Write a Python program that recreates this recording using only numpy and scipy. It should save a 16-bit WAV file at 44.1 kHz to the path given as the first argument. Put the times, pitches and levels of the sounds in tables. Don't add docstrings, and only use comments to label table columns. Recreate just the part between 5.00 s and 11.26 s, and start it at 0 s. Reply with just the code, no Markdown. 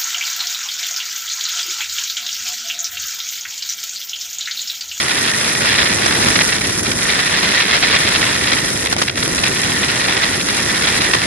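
import sys
import numpy as np
from scipy import signal
from scipy.fft import rfft, irfft, next_fast_len
from scipy.io import wavfile
from scipy.ndimage import uniform_filter1d, map_coordinates

SR = 44100
rng = np.random.default_rng(int(sys.argv[2]) if len(sys.argv) > 2 else 0)


def put_to_file(sound):
    columns = np.atleast_2d(sound).T
    safe = np.clip(columns, -1, 1)
    whole_steps = np.round(safe * 32767)
    wavfile.write(sys.argv[1], SR, whole_steps.astype(np.int16))


N = 276066
ATTACHED_DB = -17.5

# frequency in Hz, dB shared by the ports, dB opposed between them.
RUSH_SPECTRUM = [(200, -26, -28), (477, -7, -12), (830, -8, -8.5), (1530, -4.5, -3.5), (2350, 0.5, -4),
                 (3140, -0.5, -7.5), (3970, -4, -2.5), (4980, -11, -6), (6560, -22.5, -12),
                 (9000, -40.5, -33)]
HISS_SPECTRUM = [(200, -13, -22), (607, -10, -11), (1400, 4.5, -1.5), (2540, -11.5, -1.5),
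                 (4020, -1.5, -0.5), (6000, -0.5, 8.5), (8100, -0.5, -1), (10460, 0.5, 8), (10500, 5.5, 11)]
# crest in seconds, level in dB, half length in seconds.
RASP_EVENTS = [(.792, -20, 0.015), (1.127, -17, 0.0054), (1.361, -11.5, 0.0066), (1.391, -10, 0.0021),
               (1.414, -12.5, 0.0098), (1.53, -14.5, 0.0075), (1.584, -20, 0.0033), (1.615, -17.5, 0.0057),
               (1.864, -20, 0.011), (1.918, -15, 0.0039), (2.45, -18.5, 0.022), (2.555, -18, .012),
               (2.745, -15, .02), (3.163, -12, 0.0055), (3.522, -12.5, 0.0051), (3.587, -18.5, 0.0061),
               (3.861, -17, .003), (3.872, -15.5, .003), (4.034, -20, .004), (4.083, -15, 0.0044),
               (4.099, -15, 0.0034), (4.158, -22, .0026), (4.179, -18.5, 0.0059), (4.23, -15, .0039),
               (4.385, -17.5, 0.0074), (4.44, -12.5, 0.0047), (4.461, -20.5, .01), (4.636, -14.5, .0026),
               (5.055, -22, 0.0079), (5.124, -17, 0.0032), (5.236, -16, .0068), (5.489, -17, 0.0046),
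               (5.846, -17, 0.012), (5.879, -14, 0.01), (6.138, -10, 0.004)]
BUFFET_EVENTS = [(1.064, -8.5, .0045), (1.21, -16.5, 0.0081), (1.287, -10, 0.0038), (1.408, -21, 0.0059),
                 (2.753, -21, 0.0065), (2.953, -13, .0045), (3.533, -13.5, 0.0033), (3.929, -8, .003),
                 (3.966, -9.5, .0013), (3.987, -15.5, 0.0039), (4.021, -8, 0.0055), (4.436, -17, .0042),
                 (6.15, -10, 0.0051)]


def amp(db):
    return 10 ** (np.asarray(db) / 20)


def curve(rows):
    return np.interp(np.arange(N) / SR, *np.transpose(rows))


def log_interp(points_hz, values, hz):
    return np.interp(np.log(hz + 1), np.log(points_hz), values)


def wobble(rate_hz):
    knots = rng.standard_normal(int(N * rate_hz / SR) + 4)
    return map_coordinates(knots, [np.arange(N) * rate_hz / SR])


def bumps(rows):
    t, total = np.arange(N) / SR, np.zeros(N)
    for crest_s, height, half_s in rows:
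        near = slice(*np.searchsorted(t, [crest_s - 2 * half_s, crest_s + 2 * half_s]))
        total[near] += height * np.exp(-((t[near] - crest_s) / half_s) ** 4)
    return total


def swells(events):
    return bumps([(crest_s, amp(db), half_s) for crest_s, db, half_s in events])


def filtered(x, response):
    size = next_fast_len(N + SR // 2)
    return irfft(rfft(x, size) * response(np.fft.rfftfreq(size, 1 / SR)), size)[..., :N]


def band_limit(hz, top_hz=11130):
    return 1 / (1 + (hz / top_hz) ** 120)


def turbulence(spectrum, swirl_db=0):
    # centre in Hz, width in Hz, shared lift in dB, opposed lift in dB.
    hollows = [(1310, 320, -2, 6.5), (1450, 195, 4.5, -1.5), (1898, 500, 5, -0.5), (2400, 130, 0.5, 3),
               (2720, 170, -0.5, -1.5), (3003, 170, -5.5, 3), (3410, 300, 1.5, 1.5), (3965, 290, 2, 2.5),
               (4530, 400, -1.5, -1), (5170, 1030, 4.5, 3.5)]
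    points_hz, *parts_db = np.transpose(spectrum)

    def response(hz):
        slope_db = np.array([log_interp(points_hz, part, hz) for part in parts_db])
        lift_db = sum(np.outer(lifts_db, 1 / (1 + (2 * (hz - centre_hz) / width_hz) ** 2))
                      for centre_hz, width_hz, *lifts_db in hollows)
        return amp(slope_db + lift_db) * band_limit(hz)

    shared, opposed = filtered(rng.standard_normal((2, N)) * amp(swirl_db), response)
    ports = np.array([shared + opposed, shared - opposed])
    return ports / np.sqrt(np.mean(ports ** 2) + 1e-20)


def shreds(rate_hz, life_s, scatter_db, steady_power):
    arrivals = rng.random(N) < rate_hz / SR
    impulses = arrivals * amp(scatter_db * np.clip(rng.standard_normal(N), -2, 2)) ** 2
    age = np.arange(SR // 20) / SR / life_s
    power = np.abs(signal.fftconvolve(impulses, age * np.exp(-age))[:N])
    power = power / np.mean(power) + steady_power
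    return np.sqrt(power / uniform_filter1d(power, size=4000))


def roar(level_db, lead_s=0.00024, deep_hz=80):
    # frequency in Hz, shared level in dB, opposed level in dB.
    spectrum = [(20, -22, -32), (35, -15, -27), (60, -6.5, -25), (104, -2, -19.5), (230, -1.5, -12.5),
                (375, -4, -11), (660, -16, -12), (1200, -40, -34), (3000, -51, -62)]
    eddies = turbulence(spectrum, 1.3 * wobble(45))
    eddies = filtered(eddies, lambda hz: np.exp(1j * np.pi * lead_s * np.outer([-1, 1], hz)))
    deep = filtered(eddies, lambda hz: 1 / (1 + (hz / deep_hz) ** 4))
    held_back = curve([(0, 0.79), (0.9, 0.13)])
    return amp(level_db) * (eddies - deep * held_back)


def bluster(flow_db, stir_db):
    # frequency in Hz, shared level in dB, opposed level in dB.
    spectrum = [(100, -31, -20), (453, 4, -8), (704, -1, 6), (960, 2.5, -5), (1290, 0, -1),
                (2000, -11, -17), (4000, -8.5, -27)]
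    level_db = -26.5 + 0.99 * np.minimum(flow_db - ATTACHED_DB, 0) + 0.45 * stir_db
    return amp(level_db) * turbulence(spectrum, 1.3 * wobble(45) + 1.2 * wobble(200))


def rush(flow_db, wake, gain_db=-0.28):
    flutter = shreds(rate_hz=380 * amp(-11 * wake), life_s=0.00037, scatter_db=0.5, steady_power=0.61)
    return amp(flow_db + gain_db) * turbulence(RUSH_SPECTRUM, 2.2 * wobble(70)) * flutter


def howl(flow_db, wake, wake_loss_db=2):
    # frequency in Hz, shared level in dB, opposed level in dB.
    spectrum = [(700, -45, -50), (1500, -22, -32), (1710, -9, -22), (1810, 0, -15), (1930, -.5, -15),
                (2090, -9, -22), (2400, -21, -32), (5000, -50, -55)]
    level_db = -15 + 0.64 * flow_db - wake_loss_db * wake
    return amp(level_db) * turbulence(spectrum, 1.5 * wobble(25) + 1.3 * wobble(110))


def hiss(flow_db, stir_db, wake, knee_db=-18.5):
    # time in seconds, level in dB.
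    knee_levels = [(0, -20.7), (1.2, -19.8), (2.25, -19.8), (2.45, -21.5), (4.8, -21.5), (5.15, -23.5),
                   (5.65, -20.5), (6.26, -22.5)]
    slow_loss_db = 0.088 * np.maximum(knee_db - flow_db, 0)
    fast_loss_db = 0.42 * np.maximum(flow_db - knee_db, 0)
    level_db = curve(knee_levels) - slow_loss_db - fast_loss_db + 0.28 * stir_db
    sputter = shreds(rate_hz=800 * amp(-24 * wake), life_s=0.0004, scatter_db=2.8, steady_power=0.55)
    return amp(level_db) * turbulence(HISS_SPECTRUM, 0.86 * wobble(50) + 0.5 * wobble(5.1)) * sputter


def stalls(wake, ahead_s=0.0017, half_s=0.0018, depth_db=3, wake_depth_db=5):
    pauses = bumps([(crest_s - rise_s - ahead_s, 1, half_s)
                    for crest_s, _, rise_s in [*RASP_EVENTS, *BUFFET_EVENTS]])
    return amp(-np.minimum(pauses, 1) * (depth_db + wake_depth_db * wake))


def rasps(gain_db=1.5):
    return amp(gain_db) * swells(RASP_EVENTS) * turbulence(RUSH_SPECTRUM)


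def lulls():
    # centre in seconds, stream drop in dB, hiss drop in dB, half length in seconds.
    lift_offs = [(.945, 2, -4, 0.02), (1.455, 3, -2.5, 0.029), (1.6, 4, 2, 0.028), (1.826, 6, 5, 0.016),
                 (1.948, 3, 3, 0.018), (2.796, 6.5, -2.5, 0.023), (3.005, 4.5, -2, 0.028),
                 (3.886, 4, 8, 0.01), (3.961, 4, 14, 0.019), (4.053, 5, 4, 0.012), (4.12, 6, 11, 0.038),
                 (5.452, 4, -1, 0.035), (6.187, 3, 2, 0.031)]
    stream_drop_db = bumps([(at_s, db, half_s) for at_s, db, _, half_s in lift_offs])
    hiss_drop_db = bumps([(at_s, db, half_s) for at_s, _, db, half_s in lift_offs])
    return amp(-stream_drop_db), amp(-hiss_drop_db)


def buffets():
    # frequency in Hz, shared level in dB, opposed level in dB.
    spectrum = [(60, -14, -22), (200, -6, -7), (550, -6, 0), (1100, -7, -1.5), (2000, -10, -9),
                (5000, -12, -9), (8000, -19, -17), (11000, -19, -16)]
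    return swells(BUFFET_EVENTS) * turbulence(spectrum)


def spits(wake, breakaway=0.37, max_rate_hz=110, level_db=-14, half_s=0.0008):
    broken = np.clip(wake / breakaway - 1, 0, 1)
    hits = np.flatnonzero(rng.random(N) < max_rate_hz * broken / SR)
    scatter_db = 2 * rng.standard_normal(N)
    return swells([(i / SR, level_db + scatter_db[i], half_s) for i in hits]) * turbulence(HISS_SPECTRUM)


def scene(gust_db=1.03, wake_span_db=16.5):
    # time in seconds, level in dB.
    flow_levels = [(0, -18), (.58, -18.5), (.72, -13.5), (.97, -16.5), (1.36, -18.5), (1.6, -21.5),
                   (1.8, -26), (1.98, -22), (2.14, -15), (2.3, -17.5), (2.91, -13), (3.4, -19.5),
                   (3.52, -17), (3.66, -23.5), (4.36, -24.5), (4.46, -19.5), (4.6, -22.5), (4.88, -17),
                   (5.25, -17.5), (5.4, -23), (5.55, -19.5), (6.12, -17), (6.26, -16)]
    # time in seconds, level in dB.
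    roar_levels = [(0, -30), (.45, -26.5), (.9, -25.5), (1.28, -21), (1.47, -26), (1.79, -24),
                   (2.12, -25.5), (2.25, -28), (2.45, -26.5), (2.63, -28), (2.95, -25), (4.0, -24.5),
                   (4.1, -30), (4.28, -22), (4.45, -25), (5.6, -25), (6.26, -24.5)]
    # frequency in Hz, left minus right in dB.
    balance = [(200, -0.5), (900, 0.9), (1350, -0.5), (1900, -3), (2500, -1), (3400, 0), (4000, -1),
               (4350, 0.5), (5000, -2.5), (6800, -0.5), (9200, -0.5), (10500, 0)]
    flow_db, roar_db = curve(flow_levels), curve(roar_levels)
    stir_db = roar_db - roar_db.mean()
    wake = np.clip((ATTACHED_DB - flow_db) / wake_span_db, 0, 1)
    gusty_db = flow_db + gust_db * wobble(26)
    stream_lull, hiss_lull = lulls()
    stream = stalls(wake) * (bluster(flow_db, stir_db) + rush(gusty_db, wake)) + howl(gusty_db, wake)
    sizzle = hiss_lull * hiss(flow_db, stir_db, wake) + spits(wake)
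    wind = roar(roar_db) + stream_lull * stream + sizzle + buffets() + rasps()
    return filtered(wind, lambda hz: amp(np.outer([0.5, -0.5], log_interp(*np.transpose(balance), hz))))


def record(dry, ceiling=0.92, hardness=5):
    rounded = dry / (1 + np.abs(dry / ceiling) ** hardness) ** (1 / hardness)
    return filtered(rounded, band_limit)


dry = scene()
out = record(dry)
put_to_file(out)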